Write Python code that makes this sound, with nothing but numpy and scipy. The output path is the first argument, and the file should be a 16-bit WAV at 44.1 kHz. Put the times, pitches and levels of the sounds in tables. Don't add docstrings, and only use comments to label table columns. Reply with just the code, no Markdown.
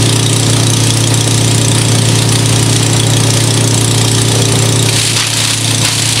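import sys
import numpy as np
from scipy import signal
from scipy.fft import rfft, irfft, next_fast_len
from scipy.io import wavfile
from scipy.ndimage import map_coordinates

SR = 44100
rng = np.random.default_rng(int(sys.argv[2]) if len(sys.argv) > 2 else 0)


def store_pcm(level_fs):
    pcm = np.round(np.clip(level_fs, -1, 1) * 32767).astype(np.int16)
    wavfile.write(sys.argv[1], SR, np.atleast_2d(pcm).T)


N = 273420

# t/s, f/Hz
ROTOR_SPEED = [(0.0, 29.649), (0.9, 29.572), (2.4, 29.607), (3.2, 29.566), (4.2, 29.58), (4.9, 29.49),
               (5.7, 29.15), (6.2, 29.25)]
BELT_RATIO = 1.917

# order, mean level/dB re firing tone
EXHAUST_ORDERS = [(1, -34), (3, -17), (4, -17), (5, -21), (5.5, -32), (6, -15), (8, -20), (10, -23),
                  (12, -33), (21, -32.5), (22, -32)]
# f/Hz, relative level/dB
CLATTER_SPECTRUM = [(580, -32), (720, -1.5), (950, 3.0), (1100, -6.0), (1230, 1.0), (1450, -13.5),
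                    (1700, -2.5), (4000, -26)]
# order, mean level/dB re firing tone
PADDLE_ORDERS = [(1, -40), (2, -22), (3, -25), (4, -54), (5, -8), (6, -16.5), (7, -25.5), (8, -24.9),
                 (9, -12.5), (10, -15.5), (11, -34), (14, -30.5), (18, -23.5), (24, -31)]
FIRING_DB = -12.5
# t/s, level/dB
BUZZ_LEVEL = [(0, -25.5), (.5, -26.5), (.9, -34.5), (1.4, -27.5), (4, -26), (4.45, -22), (5.2, -27.5),
              (5.7, -49)]

# t/s, level/dB
ROAR_LEVEL = [(0, -22.5), (2.4, -22), (3.4, -21), (4.05, -24), (4.5, -21.5), (6.2, -19.5)]
# f/Hz, relative level/dB per Hz
ROAR_SPECTRUM = [(20, -8), (45, -12), (75, -2), (115, 4.5), (200, -2.5), (290, 3), (400, -1), (600, -1.5),
                 (950, -5.5), (1450, -11), (2500, -10.5), (6000, -33)]
HISS_SPECTRUM = [(600, -14), (1500, -12), (2400, -1.5), (3400, 1), (4600, 0.5), (5800, -0.5), (7000, -3),
                 (9400, -2), (10200, -6), (12000, -16), (15500, -38)]

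# t/s, relative level/dB
KNIFE_FORCE = [(0, -13), (.3, -10.5), (.6, -13.5), (1.45, -11), (2.1, -14), (2.8, -11.5), (3.8, -11),
               (4.9, -11.5), (5.3, -6.5), (6.1, -9)]
# t/s, level/dB re usual blow
STUB_JUMPS = [(.7, 3), (.74, 4), (.9, 4.5), (.97, 2), (1.11, -15), (1.21, 3.5), (2.12, -8), (2.26, -7),
              (2.43, -10), (2.86, 2.5), (2.9, -4), (2.97, 0), (3.27, -4), (4.22, 3), (4.35, 0), (4.39, -9),
              (4.49, -5), (5.27, 5), (6.02, 4)]
REBOUND, BLOW_SCATTER_DB = 0.14, 1.0
# f/Hz, width/Hz, relative level/dB
STEEL_MODES = [(2220, 1800, -14), (3366, 290, 2), (3836, 183, 1.5), (4610, 290, -7), (5240, 530, -5),
               (6110, 590, 0), (7030, 690, -2), (7430, 640, 1.5), (8220, 580, -0.5), (9180, 510, -1.5),
               (10010, 780, -4)]
# f/Hz, gain/dB
RING_TREBLE = [(10200, -2.5), (12000, -3.0), (16000, -20)]
# f/Hz, relative level/dB per Hz
SCRAPE_SPECTRUM = [(300, -12), (800, 2), (1400, -3), (2600, 0.5), (3500, 5), (4100, 4), (4800, 5),
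                   (6000, -13), (7300, -32), (8700, 6), (10000, -5.5), (12000, -10.5), (16000, -33)]
# f/Hz, time to fall 60 dB/s
BED_DECAY = [(500, 0.26), (3500, 0.1), (10000, 0.087)]

# t/s, length/s, level/dB
HOPPER_KNOCKS = [(4.29, .1, -22), (4.515, 0.051, -28)]
KNOCK_RISE_S, KNOCK_FADE_S = 0.023, 0.057
# f/Hz, width/Hz, relative level/dB
HOPPER_MODES = [(470, 47, 3), (603, 70, -3), (750, 65, -1), (910, 70, -11)]

# t/s, length/s, spray level/dB, crunch level/dB
BRANCH_BITES = [(4.88, 0.09, -15, -26), (4.956, 0.091, -9, -21), (5.148, 0.078, -8, -8.5),
                (5.364, 0.15, -9.5, -16), (5.827, .08, -6.5, -11), (5.935, .06, -12.5, -22),
                (6.15, .08, -15, -15)]
GRIP_S, CRUNCH_FADE_S, SPRAY_FADE_S = .018, 0.099, 0.28
# f/Hz, relative level/dB per Hz
SPRAY_SPECTRUM = [(800, -25), (1800, -5), (2600, -0.5), (3500, 0.5), (4500, 2), (5600, -5), (7500, -3),
                  (9700, -2), (12000, -16), (15500, -30)]
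CRUNCH_SPECTRUM = [(400, -18), (1000, 1.5), (1800, -5), (3200, -1.5), (6000, -3), (12000, -44)]
# t/s, number of chips, relative level/dB
CRACK_RUNS = [(4.887, 1, -8), (5.171, 5, 0), (5.331, 1, -3), (5.402, 1, -5.5), (5.495, 1, -4),
              (5.857, 2, -3), (6.157, 3, -5)]
CRACK_GAP_S = .018
# f/Hz, gain/dB
CRACK_RESPONSE = [(300, -11), (1200, -1.0), (5500, 1.0), (10000, -17), (15000, -28)]

# f/Hz, gain/dB
GAIN_SENSITIVITY = [(300, -5), (3000, 1), (9000, 0)]
OPEN_GAIN_DB, THRESHOLD_DB = 2.5, -13.5
SENSE_S, ATTACK_S, RELEASE_DB_PER_S = 0.0079, 0.0021, 34.5
TOP_HZ = 15750


def amp(db):
    return 10 ** (np.asarray(db) / 20)


def unit(x):
    return x / np.sqrt(np.mean(x ** 2) + 1e-20)


def along(points, hz):
    f, v = np.transpose(points)
    return np.interp(np.log(hz + 1), np.log(f + 1), v)


def curves(rows):
    s, *cols = np.transpose(rows)
    return [np.interp(np.arange(N) / SR, s, c) for c in cols]


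def wobble(rate):
    knots = rng.standard_normal(int(N * rate / SR) + 4)
    return map_coordinates(knots, [np.arange(N) * rate / SR])


def filtered(x, response):
    m = next_fast_len(N + SR // 2)
    return irfft(rfft(x, m) * response(np.fft.rfftfreq(m, 1 / SR)), m)[:N]


def coloured(x, spectrum):
    return unit(filtered(x, lambda hz: amp(along(spectrum, hz))))


def resonance(hz, centre, width):
    return 1j * hz * width / (centre ** 2 - hz ** 2 + 1j * hz * width)


def turning_noise(turns, alike):
    size = int(N / (turns[-1] - turns[0]))
    again = map_coordinates(rng.standard_normal(size), [turns % 1 * size], mode="grid-wrap")
    alike = np.clip(alike, 0, 1)
    return np.sqrt(alike) * again + np.sqrt(1 - alike) * rng.standard_normal(N)


def burst(turns, start, rise, fall):
    age = (turns - start) % 1
    return unit((1 - np.exp(-age / rise)) * np.exp(-age / fall))


def swell(start, length, rise, fall):
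    age = np.maximum(np.arange(N) / SR - start, 0)
    return (1 - np.exp(-age / rise)) * np.exp(-np.maximum(age - length, 0) / fall)


def grains(per_second, spread_db):
    struck = rng.random(N) < per_second / SR
    return struck * rng.standard_normal(N) * amp(spread_db * rng.standard_normal(N))


def tones(turns, orders, waver_db, lag):
    out = 0
    for order, db in orders:
        level_db = db + waver_db * (wobble(1.99) + wobble(14))
        cycles = order * turns - lag * (order - 2) ** 2
        out = out + np.sqrt(2) * amp(level_db) * np.cos(2 * np.pi * cycles)
    return out


def engine(shaft):
    clatter = coloured(turning_noise(shaft / 2, alike=1.0), CLATTER_SPECTRUM)
    return tones(shaft, EXHAUST_ORDERS, waver_db=1.0, lag=0.0206) + amp(-17.5) * clatter


def fan(rotor):
    return tones(rotor, PADDLE_ORDERS, waver_db=0.68, lag=.035)


def buzz(shaft):
    return np.sqrt(2) * amp(curves(BUZZ_LEVEL)[0]) * np.cos(2 * np.pi * 7 * shaft)


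def drone(shaft, rotor):
    firing = np.sqrt(2) * np.cos(2 * np.pi * 2 * shaft)
    return amp(FIRING_DB) * (firing + engine(shaft) + fan(rotor)) + buzz(shaft)


def air(rotor):
    gusts = rng.standard_normal(N) * amp(2.16 * wobble(90))
    roar = amp(curves(ROAR_LEVEL)[0]) * coloured(gusts, ROAR_SPECTRUM)
    hiss_level = amp(-20.0 + 0.94 * wobble(8))
    hiss = hiss_level * coloured(turning_noise(rotor, alike=0.27), HISS_SPECTRUM)
    return roar + hiss


def scrape(rotor):
    rubbing = turning_noise(rotor, alike=0.49) * burst(rotor, start=-0.12, rise=0.038, fall=0.19)
    return amp(-26.5 + 3.3 * wobble(25)) * coloured(rubbing, SCRAPE_SPECTRUM)


def knife(rotor):
    turn = np.floor(rotor).astype(int)
    blow_db = BLOW_SCATTER_DB * rng.standard_normal(turn[-1] + 1)
    for s, db in STUB_JUMPS:
        jumped = round(rotor[int(s * SR)])
        blow_db[jumped] = db
        blow_db[jumped + 1] += REBOUND * max(-db, 0)
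    blows = rng.standard_normal(N) * burst(rotor, start=0, rise=0.019, fall=0.044)
    ring = 0
    for k, (centre, width, db) in enumerate(STEEL_MODES):
        contact_db = 1.77 * rng.standard_normal(turn[-1] + 1)[turn]
        share = amp(db + 0.88 * wobble(4.06) + contact_db)
        mode = filtered(blows * share, lambda hz: resonance(hz, centre, width))
        ring = ring + (-1) ** k * mode
    ring = filtered(ring, lambda hz: amp(along(RING_TREBLE, hz)))
    energy = np.bincount(turn, ring ** 2)
    ring = unit(ring / np.sqrt(energy + energy.mean() / 10)[turn])
    return amp(curves(KNIFE_FORCE)[0] + blow_db[turn] - 8.5) * ring


def truck_bed(x, size=4096):
    pieces = np.pad(x, (0, -N % size)).reshape(-1, size)
    hz, t, z = signal.stft(rng.standard_normal((len(pieces), SR // 4)), SR, nperseg=256)
    decay = amp(-60 * t / along(BED_DECAY, hz)[:, None])
    tails = signal.istft(z * decay, SR, nperseg=256)[1]
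    tails = tails / np.linalg.norm(tails, axis=1, keepdims=True)
    answers = signal.fftconvolve(pieces, tails, axes=1)
    delay = int(.002 * SR)
    places = size * np.arange(len(pieces))[:, None] + np.arange(answers.shape[1]) + delay
    return np.bincount(places.ravel(), answers.ravel())[:N]


def hopper():
    def plate(hz):
        return sum((-1) ** k * amp(db) * resonance(hz, centre, width)
                   for k, (centre, width, db) in enumerate(HOPPER_MODES))

    growl = unit(filtered(grains(394, spread_db=-1.0), plate))
    knocking = sum(amp(db) * swell(s, length, KNOCK_RISE_S, KNOCK_FADE_S)
                   for s, length, db in HOPPER_KNOCKS)
    return knocking * growl


def chips(rotor):
    spraying = np.linalg.norm([amp(db) * swell(s, length, GRIP_S, SPRAY_FADE_S)
                               for s, length, db, _ in BRANCH_BITES], axis=0)
    crunching = np.linalg.norm([amp(db) * swell(s, length, GRIP_S, CRUNCH_FADE_S)
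                                for s, length, _, db in BRANCH_BITES], axis=0)
    slices = unit(1 + 0.16 * burst(rotor, start=0.024, rise=.05, fall=0.77))
    clumps = amp(1.7 * wobble(170) + 0.7 * wobble(25))
    pelting = turning_noise(rotor, alike=0.12) * amp(1.9 * wobble(2500))
    spray = coloured(pelting * slices * clumps, SPRAY_SPECTRUM)
    crunch = coloured(grains(3000, spread_db=1.5) * slices * clumps, CRUNCH_SPECTRUM)
    return spraying * spray + crunching * crunch


def cracks(count=24):
    out, t = np.zeros(N + SR), np.arange(SR // 20) / SR
    for s, number, db in CRACK_RUNS:
        for k in range(round(number)):
            pitch = 3700 * np.exp(.33 * rng.standard_normal((count, 1)))
            modes = unit(np.sin(2 * np.pi * (pitch * t + rng.random((count, 1)))).sum(0))
            rattle = modes + 1.3 * rng.standard_normal(len(t))
            first = round((s + k * CRACK_GAP_S) * SR)
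            out[first:][:len(t)] += amp(db - 60 * t / 0.022) * rattle
    return filtered(out[:N], lambda hz: amp(along(CRACK_RESPONSE, hz)))


def lagged(x, seconds):
    keep = np.exp(-1 / (seconds * SR))
    return signal.lfilter([1 - keep], [1, -keep], x, zi=[keep * x[:SR // 20].mean()])[0]


def gain_control(x):
    sensed = filtered(x, lambda hz: amp(along(GAIN_SENSITIVITY, hz)))
    sensed_db = 10 * np.log10(lagged(sensed ** 2, SENSE_S) + 1e-12)
    over_db = np.maximum(sensed_db - THRESHOLD_DB, 0)
    recovery_db = RELEASE_DB_PER_S * np.arange(N) / SR
    held_db = np.maximum.accumulate(over_db + recovery_db) - recovery_db
    return x * amp(OPEN_GAIN_DB - lagged(held_db, ATTACK_S))


def scene():
    turns = np.cumsum(curves(ROTOR_SPEED)[0]) / SR
    shaft = BELT_RATIO * turns - .16
    rotor = turns + .238
    machine = drone(shaft, rotor) + air(rotor)
    clack = knife(rotor) + scrape(rotor) + cracks()
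    answer = amp(-1.5) * truck_bed(clack)
    return (machine + clack + answer + hopper() + chips(rotor))[None]


def record(dry):
    hardness = 8
    x = gain_control(dry[0])
    rounded = x / (1 + np.abs(x) ** hardness) ** (1 / hardness)
    return filtered(rounded, lambda hz: hz < TOP_HZ)[None]


dry = scene()
out = record(dry)
store_pcm(out)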